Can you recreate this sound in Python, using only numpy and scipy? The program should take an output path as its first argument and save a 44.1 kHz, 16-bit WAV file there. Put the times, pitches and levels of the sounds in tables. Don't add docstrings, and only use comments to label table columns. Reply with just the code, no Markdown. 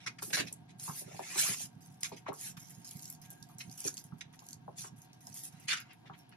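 import sys
import numpy as np
from scipy import signal
from scipy.fft import rfft, irfft, next_fast_len
from scipy.io import wavfile
from scipy.ndimage import uniform_filter1d

SR = 44100
rng = np.random.default_rng(int(sys.argv[2]) if len(sys.argv) > 2 else 0)


def dump(signal):
    limited = np.clip(np.atleast_2d(signal).T, -1, 1)
    pcm = np.round(limited * 32767).astype(np.int16)
    wavfile.write(sys.argv[1], SR, pcm)


N = 280476
TIME = np.arange(N) / SR

# f/Hz, level/dB
BOX_MODES = [(125, -1), (148, 2), (168, 1), (232, 0), (275, -2), (325, -4), (390, 2), (435, -2), (510, -2),
             (580, -2), (665, -1), (748, -2), (808, -2), (899, -1), (965, -2), (1069, 0), (1179, 0),
             (1320, -2), (1500, -4), (1625, -4), (2050, -9)]
# f/Hz, level/dB
FILM_COLOUR = [(300, -32), (1500, -19), (2800, -12.5), (4200, -7.5), (6200, .5), (7200, -1), (8000, -2),
               (10000, -1), (12000, -5.5), (13700, -5), (16000, -11)]


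def gain_of(db):
    return 10 ** (np.asarray(db) / 20)


def unit_rms(x):
    return x / np.sqrt(np.mean(x ** 2) + 1e-20)


def lookup(table, hz, column=1):
    columns = np.transpose(table)
    return np.interp(np.log(hz + 1), np.log(columns[0] + 1), columns[column])


def add(mix, start_s, sound):
    part = mix[:, max(round(start_s * SR), 0):][:, :sound.shape[1]]
    part += sound[:, :part.shape[1]]


def gate(start_s, length_s, edge_s):
    return np.exp(-np.maximum(abs(TIME - start_s - length_s / 2) - length_s / 2, 0) / edge_s)


def wander(per_s):
    knots = rng.standard_normal(N // 64)
    return unit_rms(np.interp(TIME * per_s, np.arange(len(knots)), knots))


def grains(per_s, spread_db):
    hits = rng.random(N) < per_s / SR
    sizes = np.minimum(rng.exponential(1, N), 4)
    return unit_rms(hits * gain_of(spread_db * sizes) * rng.standard_normal((2, N)))


def coloured(x, colour, tilt_db_per_oct=0, size=1024):
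    hz = abs(np.fft.fftfreq(size, 1 / SR))
    log_gain = np.log(gain_of(lookup(colour, hz) + tilt_db_per_oct * np.log2(np.maximum(hz, 1000))))
    minimum_phase = np.exp(np.conj(signal.hilbert(log_gain)))
    taps = np.fft.ifft(minimum_phase).real[:size // 2]
    return signal.oaconvolve(x, taps[None] / np.linalg.norm(taps), axes=1)[:, :x.shape[1]]


def flexing(x, depth_db, hold_frames=14, width_bins=4):
    spectra = signal.stft(x, nperseg=512, noverlap=384)[2]
    patches = rng.standard_normal(spectra.shape[1:])
    for axis, span in enumerate([width_bins, hold_frames]):
        patches = uniform_filter1d(patches, span, axis)
        patches = uniform_filter1d(patches, round(span / 2), axis)
    bent = spectra * gain_of(depth_db * np.clip(unit_rms(patches), -2, 2))
    bent *= np.linalg.norm(spectra, axis=(0, 1)) / (np.linalg.norm(bent, axis=(0, 1)) + 1e-20)
    return signal.istft(bent, nperseg=512, noverlap=384)[1][:, :N]


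def hollow(x, width_hz=24, ring_db=-3):
    # f/Hz, level/dB
    cavity = [(1384, 0), (1505, -6), (1627, -3), (1752, -3), (1923, 1), (2169, 1), (2297, -3), (2457, 0),
              (2559, -1), (2805, -4), (3910, -2)]
    return x + sum(gain_of(ring_db + db) * signal.lfilter(*signal.iirpeak(hz, hz / width_hz, fs=SR), x)
                   for hz, db in cavity)


def room(x, tail_db, wall_db, wall_s=.011, shift_per_s=.9, patterns=3, size=8192):
    # f/Hz, t60/s
    decay = [(100, .2), (500, .18), (2000, .16), (6000, .14), (15000, .11)]
    t, shape = np.arange(size) / SR, (patterns, 2, size)
    taps = rng.standard_normal(shape) * (rng.random(shape) < .15)
    hz, frame_s, spectra = signal.stft(taps, SR, nperseg=128)
    fall = gain_of(-60 * frame_s / lookup(decay, hz)[:, None])
    tail = signal.istft(spectra * fall, SR, nperseg=128)[1][..., :size] * (t > .001)
    walls = rng.standard_normal(shape) * np.exp(-((t - wall_s) / .004) ** 2)
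    echoes = (gain_of(tail_db) * unit_rms(tail) + gain_of(wall_db) * unit_rms(walls)) / np.sqrt(size)
    out = x
    for k in range(patterns):
        share = np.sqrt(2 / patterns) * np.cos(np.pi * (shift_per_s * TIME + k / patterns))
        out = out + signal.oaconvolve(x * share, echoes[k], axes=1)[:, :N]
    return out / np.sqrt(1 + gain_of(tail_db) ** 2 + gain_of(wall_db) ** 2)


def drone(level_db=-60.2):
    # f/Hz, level/dB
    colour = [(20, 1), (45, -10), (60, -18), (100, -24), (120, 1), (170, 0), (200, -12), (235, -5),
              (290, -8), (400, -17), (550, -20), (1100, -22.5), (2500, -32), (6000, -40), (16000, -54)]
    # f/Hz, width/Hz, level/dB
    peaks = [(706, 20, -7.5), (748, 20, -6.5), (921, 36, -10.5), (1615, 35, -15)]
    hz = np.fft.rfftfreq(N, 1 / SR)
    power = gain_of(lookup(colour, hz)) ** 2
    for centre_hz, width_hz, db in peaks:
        power += gain_of(db) ** 2 / (1 + ((hz - centre_hz) / width_hz) ** 2) ** 2
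    return gain_of(level_db) * unit_rms(irfft(rfft(rng.standard_normal((2, N))) * np.sqrt(power), N))


def whine(hz=1630, waver_hz=28, level_db=-67.5):
    tone = np.sin(2 * np.pi * np.cumsum(hz + waver_hz * wander(per_s=170)) / SR)
    return gain_of(level_db) * gate(start_s=3.268, length_s=.18, edge_s=.01) * tone


def sleeves(level_db=-74.3, swing_db=2, band_hz=(1400, 4200), width=.6):
    band = signal.butter(2, band_hz, "bandpass", fs=SR, output="sos")
    cloth = signal.sosfilt(band, grains(per_s=6000, spread_db=2))
    return gain_of(level_db + swing_db * wander(per_s=16)) * unit_rms(cloth - width * cloth[::-1])


def jostling(corner_hz=190, t60_s=.11, swell_s=.005, lean_db=-62.5, swing_db=2.5, size=8192):
    # t/s, level/dB
    bumps = [(0.064, -52), (0.232, -52), (0.335, -47), (0.390, -44), (0.440, -49), (0.888, -39.5),
             (1.058, -47), (1.140, -52), (1.436, -50), (1.494, -43), (1.635, -48), (1.760, -49),
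             (2.120, -49), (2.298, -46), (2.490, -52), (2.572, -50), (2.773, -48), (2.950, -43),
             (3.414, -49), (3.550, -53), (3.645, -51), (3.674, -45), (3.852, -50), (4.045, -52),
             (4.122, -41.5), (4.560, -51), (4.788, -51), (4.922, -49), (5.302, -53), (5.535, -49),
             (6.100, -53)]
    t = np.arange(size) / SR
    mode_hz, mode_db = np.transpose(BOX_MODES)
    weight = gain_of(mode_db) / (1 + (mode_hz / corner_hz) ** 4)
    envelope = np.exp(-np.log(1000) * t / t60_s) * (1 - np.exp(-t / swell_s)) ** 2
    modes = weight[:, None] * np.sin(2 * np.pi * mode_hz[:, None] * t) * envelope
    leaning = signal.oaconvolve(grains(per_s=250, spread_db=1), modes.sum(0)[None], axes=1)[:, :N]
    out = unit_rms(leaning) * gain_of(lean_db + swing_db * wander(per_s=14))
    for start_s, db in bumps:
        thud = (.5 + rng.random(len(BOX_MODES))) @ modes
        add(out, start_s, gain_of(db + 2.6) * np.array([thud, thud]) / abs(thud).max())
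    return out


def brushing(pressure, catch_db=1.4):
    # f/Hz, level/dB
    colour = [(150, -20), (400, -9), (800, -7), (1400, -4.5), (2200, 1), (3300, -3), (5000, -11),
              (9000, -28), (16000, -50)]
    slips = grains(per_s=2200, spread_db=2.3) * unit_rms(gain_of(catch_db * wander(per_s=80)))
    rasp = flexing(coloured(slips * pressure, colour), depth_db=6, hold_frames=9, width_bins=3)
    return gain_of(1) * room(hollow(rasp), tail_db=-10, wall_db=-13)


def blow(centre_hz, t60_s, reach_oct=.5, crush_db=-4, rise_cycles=1.6, dent_cycles=3, size=8192):
    def reach(f_hz):
        return 1 / (1 + (np.log2(f_hz / centre_hz) / reach_oct) ** 4)

    t, hz = np.arange(size) / SR, np.fft.rfftfreq(size, 1 / SR) + 1
    mode_hz, mode_db = np.transpose(BOX_MODES)
    mode_hz = mode_hz * (1 + .03 * rng.uniform(-1, 1, len(BOX_MODES)))
    phase = rng.random((2, len(BOX_MODES), 1))
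    weight = gain_of(mode_db) * reach(mode_hz)
    ring = (weight[:, None] * np.sin(2 * np.pi * (mode_hz[:, None] * t + phase))).sum(1)
    crush = irfft(rfft(rng.standard_normal((2, size))) * reach(hz))
    rise = np.minimum(t * centre_hz / rise_cycles, 1)
    dent = gain_of(-1) * np.exp(-(t * centre_hz / dent_cycles) ** 2)
    envelope = gain_of(-2.5) * rise * (1 + dent) * np.exp(-np.log(1000) * t / t60_s)
    sound = (unit_rms(ring) + gain_of(crush_db) * unit_rms(crush)) * envelope
    return sound * np.linalg.norm(envelope) / np.linalg.norm(sound, axis=1, keepdims=True)


def knocks(wall_hz=390, wall_t60_s=.12, wall_lag_s=.003):
    # t/s, flap level/dB, flap f/Hz, flap t60/s, wall level/dB
    hits = [(0.069, -53, 1200, .1, -51), (0.222, -41, 1200, .08, -45), (0.275, -47, 260, .15, -58),
            (0.304, -48, 620, .1, -51), (0.334, -45, 600, .13, -44), (0.371, -38.5, 560, .17, -45),
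            (0.400, -39, 260, .17, -48), (0.432, -50, 560, .12, -52), (0.515, -53, 600, .1, -60),
            (0.877, -39, 1050, .09, -55), (0.886, -41, 950, .08, -52), (0.895, -38, 1100, .11, -52),
            (1.013, -47, 480, .1, -56), (1.075, -50, 450, .12, -58), (1.112, -48, 600, .1, -58),
            (1.143, -47, 600, .16, -56), (1.192, -33.5, 690, .1, -41), (1.355, -41, 1050, .1, -42),
            (1.452, -44, 1070, .08, -56), (1.485, -44, 560, .12, -48), (1.603, -49, 600, .06, -58),
            (2.117, -41, 740, .1, -41), (2.264, -38.5, 1150, .12, -56), (2.284, -31.5, 680, .1, -35),
            (2.297, -39, 760, .09, -46), (2.319, -39, 1050, .1, -52), (3.318, -55, 700, .1, -62),
            (3.495, -56, 1050, .12, -70), (3.852, -30.5, 385, .09, -54), (4.121, -50, 1050, .08, -64),
            (4.420, -52, 950, .1, -68), (4.678, -39, 740, .11, -47), (4.843, -45, 1200, .13, -54),
            (5.270, -52, 760, .1, -62), (5.690, -45, 1450, .1, -60), (5.727, -42, 1400, .1, -56),
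            (6.048, -55, 740, .1, -64), (6.097, -41, 1030, .11, -53)]
    out = np.zeros((2, N))
    for start_s, flap_db, flap_hz, t60_s, wall_db in hits:
        add(out, start_s, gain_of(flap_db) * blow(flap_hz, t60_s))
        add(out, start_s + wall_lag_s, gain_of(wall_db) * blow(wall_hz, wall_t60_s))
    return gain_of(-1.6) * room(out, tail_db=-10, wall_db=-11)


def scrapes(release_s=.0055, catch_db=1.2):
    # t/s, attack/s, length/s, level/dB, low cut/Hz, tilt/(dB/octave)
    strokes = [(0.0, .005, .05, -56, 2000, -3.5), (0.061, .004, .020, -33.5, 1100, -.3),
               (0.184, .005, .008, -43, 1600, -1.5), (0.219, .004, .016, -40, 1000, 11),
               (0.301, .004, .008, -43, 1900, -2), (0.329, .004, .028, -27.2, 1400, .4),
               (0.366, .004, .042, -29.8, 900, -1), (0.412, .004, .016, -43, 1400, -1),
               (0.462, .012, .022, -43, 2500, -2), (0.68, .015, .035, -58.5, 1800, -.5),
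               (2.029, .004, .006, -36, 1000, 1.2), (2.040, .005, .020, -35.3, 1000, 1.6),
               (2.118, .004, .03, -54, 2200, 0), (2.161, .006, .02, -50.5, 2200, 1),
               (2.258, .012, .024, -45, 900, -8), (2.277, .006, .012, -43.5, 1000, -1),
               (2.567, .003, .010, -48, 1000, -3), (3.243, .006, .018, -60, 1000, -2),
               (3.599, .008, .016, -41, 1900, 0), (4.208, .002, .004, -35.5, 1900, -3),
               (4.332, .006, .015, -57, 1000, -2), (4.832, .012, .025, -56, 800, -8),
               (5.50, .04, .16, -64.5, 900, -3), (5.672, .010, .012, -40, 1700, 0),
               (5.681, .004, .057, -28.2, 1300, -1), (5.742, .006, .045, -40.5, 1400, -2),
               (5.79, .006, .032, -49, 1400, -3), (5.83, .02, .11, -63, 1400, -7),
               (5.893, .016, .026, -55.5, 1800, -9), (6.052, .014, .028, -55, 1900, -7),
               (6.128, .012, .022, -55, 2300, -14), (6.308, .018, .03, -57.5, 2400, -11)]
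    # f/Hz, level/dB
    colour = [(200, -33), (700, -17), (1000, -6), (1300, -2), (1600, -2.5), (2200, -.5), (3000, -2.7),
              (4500, -5), (6400, -5.5), (8000, -10), (10000, -16), (11500, -24), (13500, -29), (16000, -44)]
    slips = grains(per_s=14000, spread_db=1.1) * gain_of(catch_db * wander(per_s=220))
    out = np.zeros((2, N))
    for start_s, attack_s, length_s, db, low_hz, tilt_db_per_oct in strokes:
        t = np.arange(int((length_s + .04) * SR)) / SR
        envelope = np.minimum(t / attack_s, 1) * np.exp(-np.maximum(t - length_s, 0) / release_s)
        rasp = coloured(slips[:, int(start_s * SR):][:, :len(t)], colour, tilt_db_per_oct)
        rasp = signal.sosfilt(signal.butter(3, low_hz, "highpass", fs=SR, output="sos"), rasp)
        add(out, start_s, gain_of(db) * unit_rms(rasp) * envelope[:rasp.shape[1]])
    flaps = flexing(out, depth_db=4, hold_frames=10)
    return gain_of(-3.4) * room(hollow(flaps), tail_db=-9, wall_db=-11)


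def squeezing(rise_s=.004, sag_db_per_s=30, relax_db_per_s=480, settle_db=-84, swing_db=3):
    # t/s, length/s, level/dB
    grips = [(0.44, .07, -63), (1.805, .07, -62), (1.9, .06, -68), (2.005, .09, -55), (2.16, .03, -62),
             (2.33, .06, -57), (2.568, .12, -57), (2.695, .025, -54), (2.735, .10, -63),
             (2.845, .17, -53.7), (3.023, .115, -55), (3.215, .04, -57.5), (3.293, .04, -59.5),
             (3.34, .13, -68), (3.485, .045, -65), (3.583, .035, -53.5), (3.64, .06, -64),
             (3.705, .06, -57.5), (3.775, .13, -49.5), (3.91, .10, -60.5), (3.968, .025, -54),
             (4.038, .008, -58), (4.18, .012, -68), (4.325, .025, -64), (4.39, .015, -58.5),
             (4.435, .045, -65), (4.487, .048, -60), (4.96, .09, -65), (5.128, .008, -66),
             (5.205, .05, -61), (5.265, .06, -58), (5.345, .12, -58), (5.52, .06, -69), (5.595, .06, -63.5),
             (6.175, .025, -65)]
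    power = gain_of(settle_db + swing_db * wander(per_s=12)) ** 2
    for start_s, length_s, db in grips:
        t = np.maximum(TIME - start_s, 0)
        fall_db = sag_db_per_s * t + relax_db_per_s * np.clip(t - length_s, 0, 1)
        power += (np.minimum(t / rise_s, 1) * gain_of(db - fall_db)) ** 2
    return np.sqrt(power)


def pulling(ends_db=-10, arch=1.3, stop_s=.006):
    # t/s, speed-up/s, slow-down/s, level/dB, rub
    # share/dB, sizzle share/dB
    pulls = [(0.218, .012, .11, -51.5, -28, 2), (0.326, .008, .08, -45, -20, 1),
             (0.797, .058, .07, -48.5, -15, 0), (0.915, .083, .035, -49.5, -14, 2),
             (1.04, .16, .08, -58, 0, -11), (1.225, .14, .05, -47, -1, -11),
             (1.368, .020, .157, -33, -5.5, -5), (1.54, .08, .04, -44.5, -18, -6),
             (2.39, .07, .055, -47.8, -8, -1), (3.845, .035, .008, -39, -13, -8),
             (4.772, .02, .09, -47, -21, -14), (5.342, .03, .06, -53.5, -18, 1),
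             (5.432, .012, .045, -53.5, -20, 1)]
    power = np.zeros((3, N))
    for start_s, rise_s, fall_s, db, rub_db, sizzle_db in pulls:
        off_peak = np.interp(TIME, [start_s, start_s + rise_s, start_s + rise_s + fall_s], [1, 0, 1])
        pull = gain_of(db + ends_db * off_peak ** arch) * gate(start_s, rise_s + fall_s, stop_s)
        power += np.outer(gain_of([0, rub_db, sizzle_db]), pull) ** 2
    return np.sqrt(power)


def sliding(pull, tautness, catch_db=.75, grit_db=-11):
    # f/Hz, level/dB
    hiss_colour = [(500, -35), (2000, -13), (4000, -9), (6400, 1.5), (8000, -1.5), (9700, -3), (11500, -14),
                   (13600, -17), (14600, -26), (16000, -35)]
    # f/Hz, level/dB
    sizzle_colour = [(2000, -45), (6000, -17), (8000, -5), (9700, 0), (11500, -7), (13600, -9),
                     (14600, -18), (16000, -28)]
    catching = unit_rms(gain_of(catch_db * wander(per_s=130)))
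    friction = grains(per_s=14000, spread_db=1.2) + gain_of(grit_db) * grains(per_s=700, spread_db=1.5)
    hiss = coloured(friction * catching * pull, hiss_colour)
    sizzle = coloured(grains(per_s=6000, spread_db=1.5) * catching * tautness, sizzle_colour)
    film = flexing(gain_of(3.5) * (hiss + sizzle), depth_db=5, hold_frames=9, width_bins=3)
    return room(film, tail_db=-8, wall_db=-12)


def facets(each_per_s=60, band_hz=(5000, 14000), decay_cycles=4.5, count=24, size=512):
    t, out = np.arange(size) / SR, np.zeros((2, N))
    for hz in np.geomspace(*band_hz, count):
        ping = np.sin(2 * np.pi * hz * t) * np.exp(-t * hz / decay_cycles) * np.sqrt(hz)
        for when, rarity, left, right in rng.random((round(each_per_s * N / SR), 4)):
            strength = gain_of(-3 * np.log(rarity + .03))
            add(out, when * N / SR, strength * np.outer([left + .5, right + .5], ping))
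    return unit_rms(out)


def crinkling(bend, clump_db=2.1):
    crackles = gain_of(-3) * grains(per_s=520, spread_db=2.8)
    pings = gain_of(-6.5) * facets()
    fizz = gain_of(-4.5) * grains(per_s=5000, spread_db=2)
    clumps = unit_rms(gain_of(clump_db * np.clip(wander(per_s=170), -2, 1.5)))
    film = coloured((crackles + pings + fizz) * clumps * bend, FILM_COLOUR)
    return room(flexing(film, depth_db=6, hold_frames=9), tail_db=-9, wall_db=-12)


def snaps(rise_s=.0006, decay_s=.0021, boost_db=19.3, reach_oct=.6, size=512):
    # t/s, level/dB, centre f/Hz
    creases = [(0.2273, -30, 9000), (0.526, -33, 9700), (0.5285, -34, 9700), (0.7975, -38, 5490),
               (2.0072, -43, 10100), (2.0325, -23, 5120), (2.3308, -47, 9970), (2.4111, -38, 10100),
               (2.6021, -46, 9980), (2.696, -46, 10000), (2.7054, -45, 11100), (2.8455, -42, 5270),
               (2.8742, -41, 6510), (2.8905, -42, 6200), (2.9104, -38, 8000), (2.915, -45, 3400),
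               (2.9698, -42, 11300), (2.9935, -42, 4870), (3.023, -40, 9420), (3.030, -40, 6000),
               (3.042, -42, 5600), (3.055, -36, 6430), (3.078, -42, 6300), (3.1005, -33, 10600),
               (3.125, -40, 13000), (3.150, -48, 5200), (3.2157, -47, 10400), (3.3035, -39, 9180),
               (3.309, -40, 10400), (3.4263, -40, 5040), (3.5834, -39, 8000), (3.6967, -47, 4810),
               (3.7136, -45, 5000), (3.7261, -44, 6430), (3.7762, -39, 9880), (3.8036, -30, 8500),
               (3.8418, -33, 6420), (3.8505, -30, 6100), (3.876, -27, 6070), (3.8805, -25, 6200),
               (3.9408, -38, 6800), (3.9697, -34, 5400), (3.9784, -34, 4790), (4.0399, -45, 9620),
               (4.3912, -44, 3990), (4.4654, -46, 7030), (4.4873, -39, 6310), (4.5077, -42, 6400),
               (4.5299, -35, 5950), (4.7857, -39, 5850), (5.018, -45, 10100), (5.131, -50, 6000),
               (5.2695, -38, 6620), (5.3274, -44, 5490), (5.342, -36, 10400), (5.374, -41, 10000),
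               (5.391, -40, 9500), (5.4362, -35, 10100), (5.452, -35, 10500), (5.5998, -49, 11200),
               (5.802, -40, 11500), (5.932, -51, 11500), (6.293, -54, 11500)]
    t, hz = np.arange(size) / SR, np.fft.rfftfreq(size, 1 / SR) + 1
    envelope = np.minimum(t / rise_s, 1) * np.exp(-t / decay_s)
    out = np.zeros((2, N))
    for start_s, db, centre_hz in creases:
        band = 1 / (1 + (np.log2(hz / centre_hz) / reach_oct) ** 2)
        fizz = irfft(rfft(rng.standard_normal((2, size))) * band)
        crack = coloured(fizz * envelope, FILM_COLOUR)
        add(out, start_s, gain_of(db + boost_db) * crack / np.linalg.norm(crack))
    return room(flexing(out, depth_db=4.5, width_bins=9), tail_db=-9, wall_db=-11)


def scene(grip_rub_db=-15, pull_crinkle_db=-13):
    squeeze = squeezing()
    pull, rub, tautness = pulling()
    bend = np.hypot(squeeze, gain_of(pull_crinkle_db) * pull)
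    box = scrapes() + knocks() + jostling() + brushing(rub + gain_of(grip_rub_db) * squeeze)
    bags = snaps() + crinkling(bend) + sliding(pull, tautness)
    return box + bags + sleeves() + drone() + whine()


def record(dry, low_cut_hz=80, high_cut_hz=15900):
    # f/Hz, coherence/(0-1), left phase lead/rad, left minus right/dB
    ports = [(80, .95, 0, 1.5), (150, .9, .1, -3.3), (260, .78, .5, -6), (430, .6, 2.2, -4),
             (760, .55, 5.3, 4.5), (1400, .2, 7.3, .5), (2400, .14, 7.1, .5), (4000, .14, 7.2, -2.5),
             (6000, .3, 8.3, -5), (7400, .7, 9.3, -1.5), (9000, .85, 10, 0), (10600, .9, 12.1, 0),
             (12700, .9, 13, 0), (13800, .85, 15, 0), (15000, .95, 15.7, 0)]
    size = next_fast_len(N + 4096)
    hz = np.fft.rfftfreq(size, 1 / SR)
    coherence, lead_rad, balance_db = (lookup(ports, hz, column) for column in (1, 2, 3))
    left, other = rfft(dry, size)
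    right = (coherence * left + np.sqrt(1 - coherence ** 2) * other) * np.exp(-1j * lead_rad)
    spectra = np.array([left * gain_of(balance_db / 2), right * gain_of(-balance_db / 2)])
    pair = irfft(spectra, size)[:, :N]
    low_cut = signal.butter(2, low_cut_hz, "highpass", fs=SR, output="sos")
    high_cut = signal.firwin(511, high_cut_hz, window=("kaiser", 9), fs=SR)
    return signal.oaconvolve(signal.sosfilt(low_cut, pair), high_cut[None], "same")


dry = scene()
out = record(dry)
dump(out)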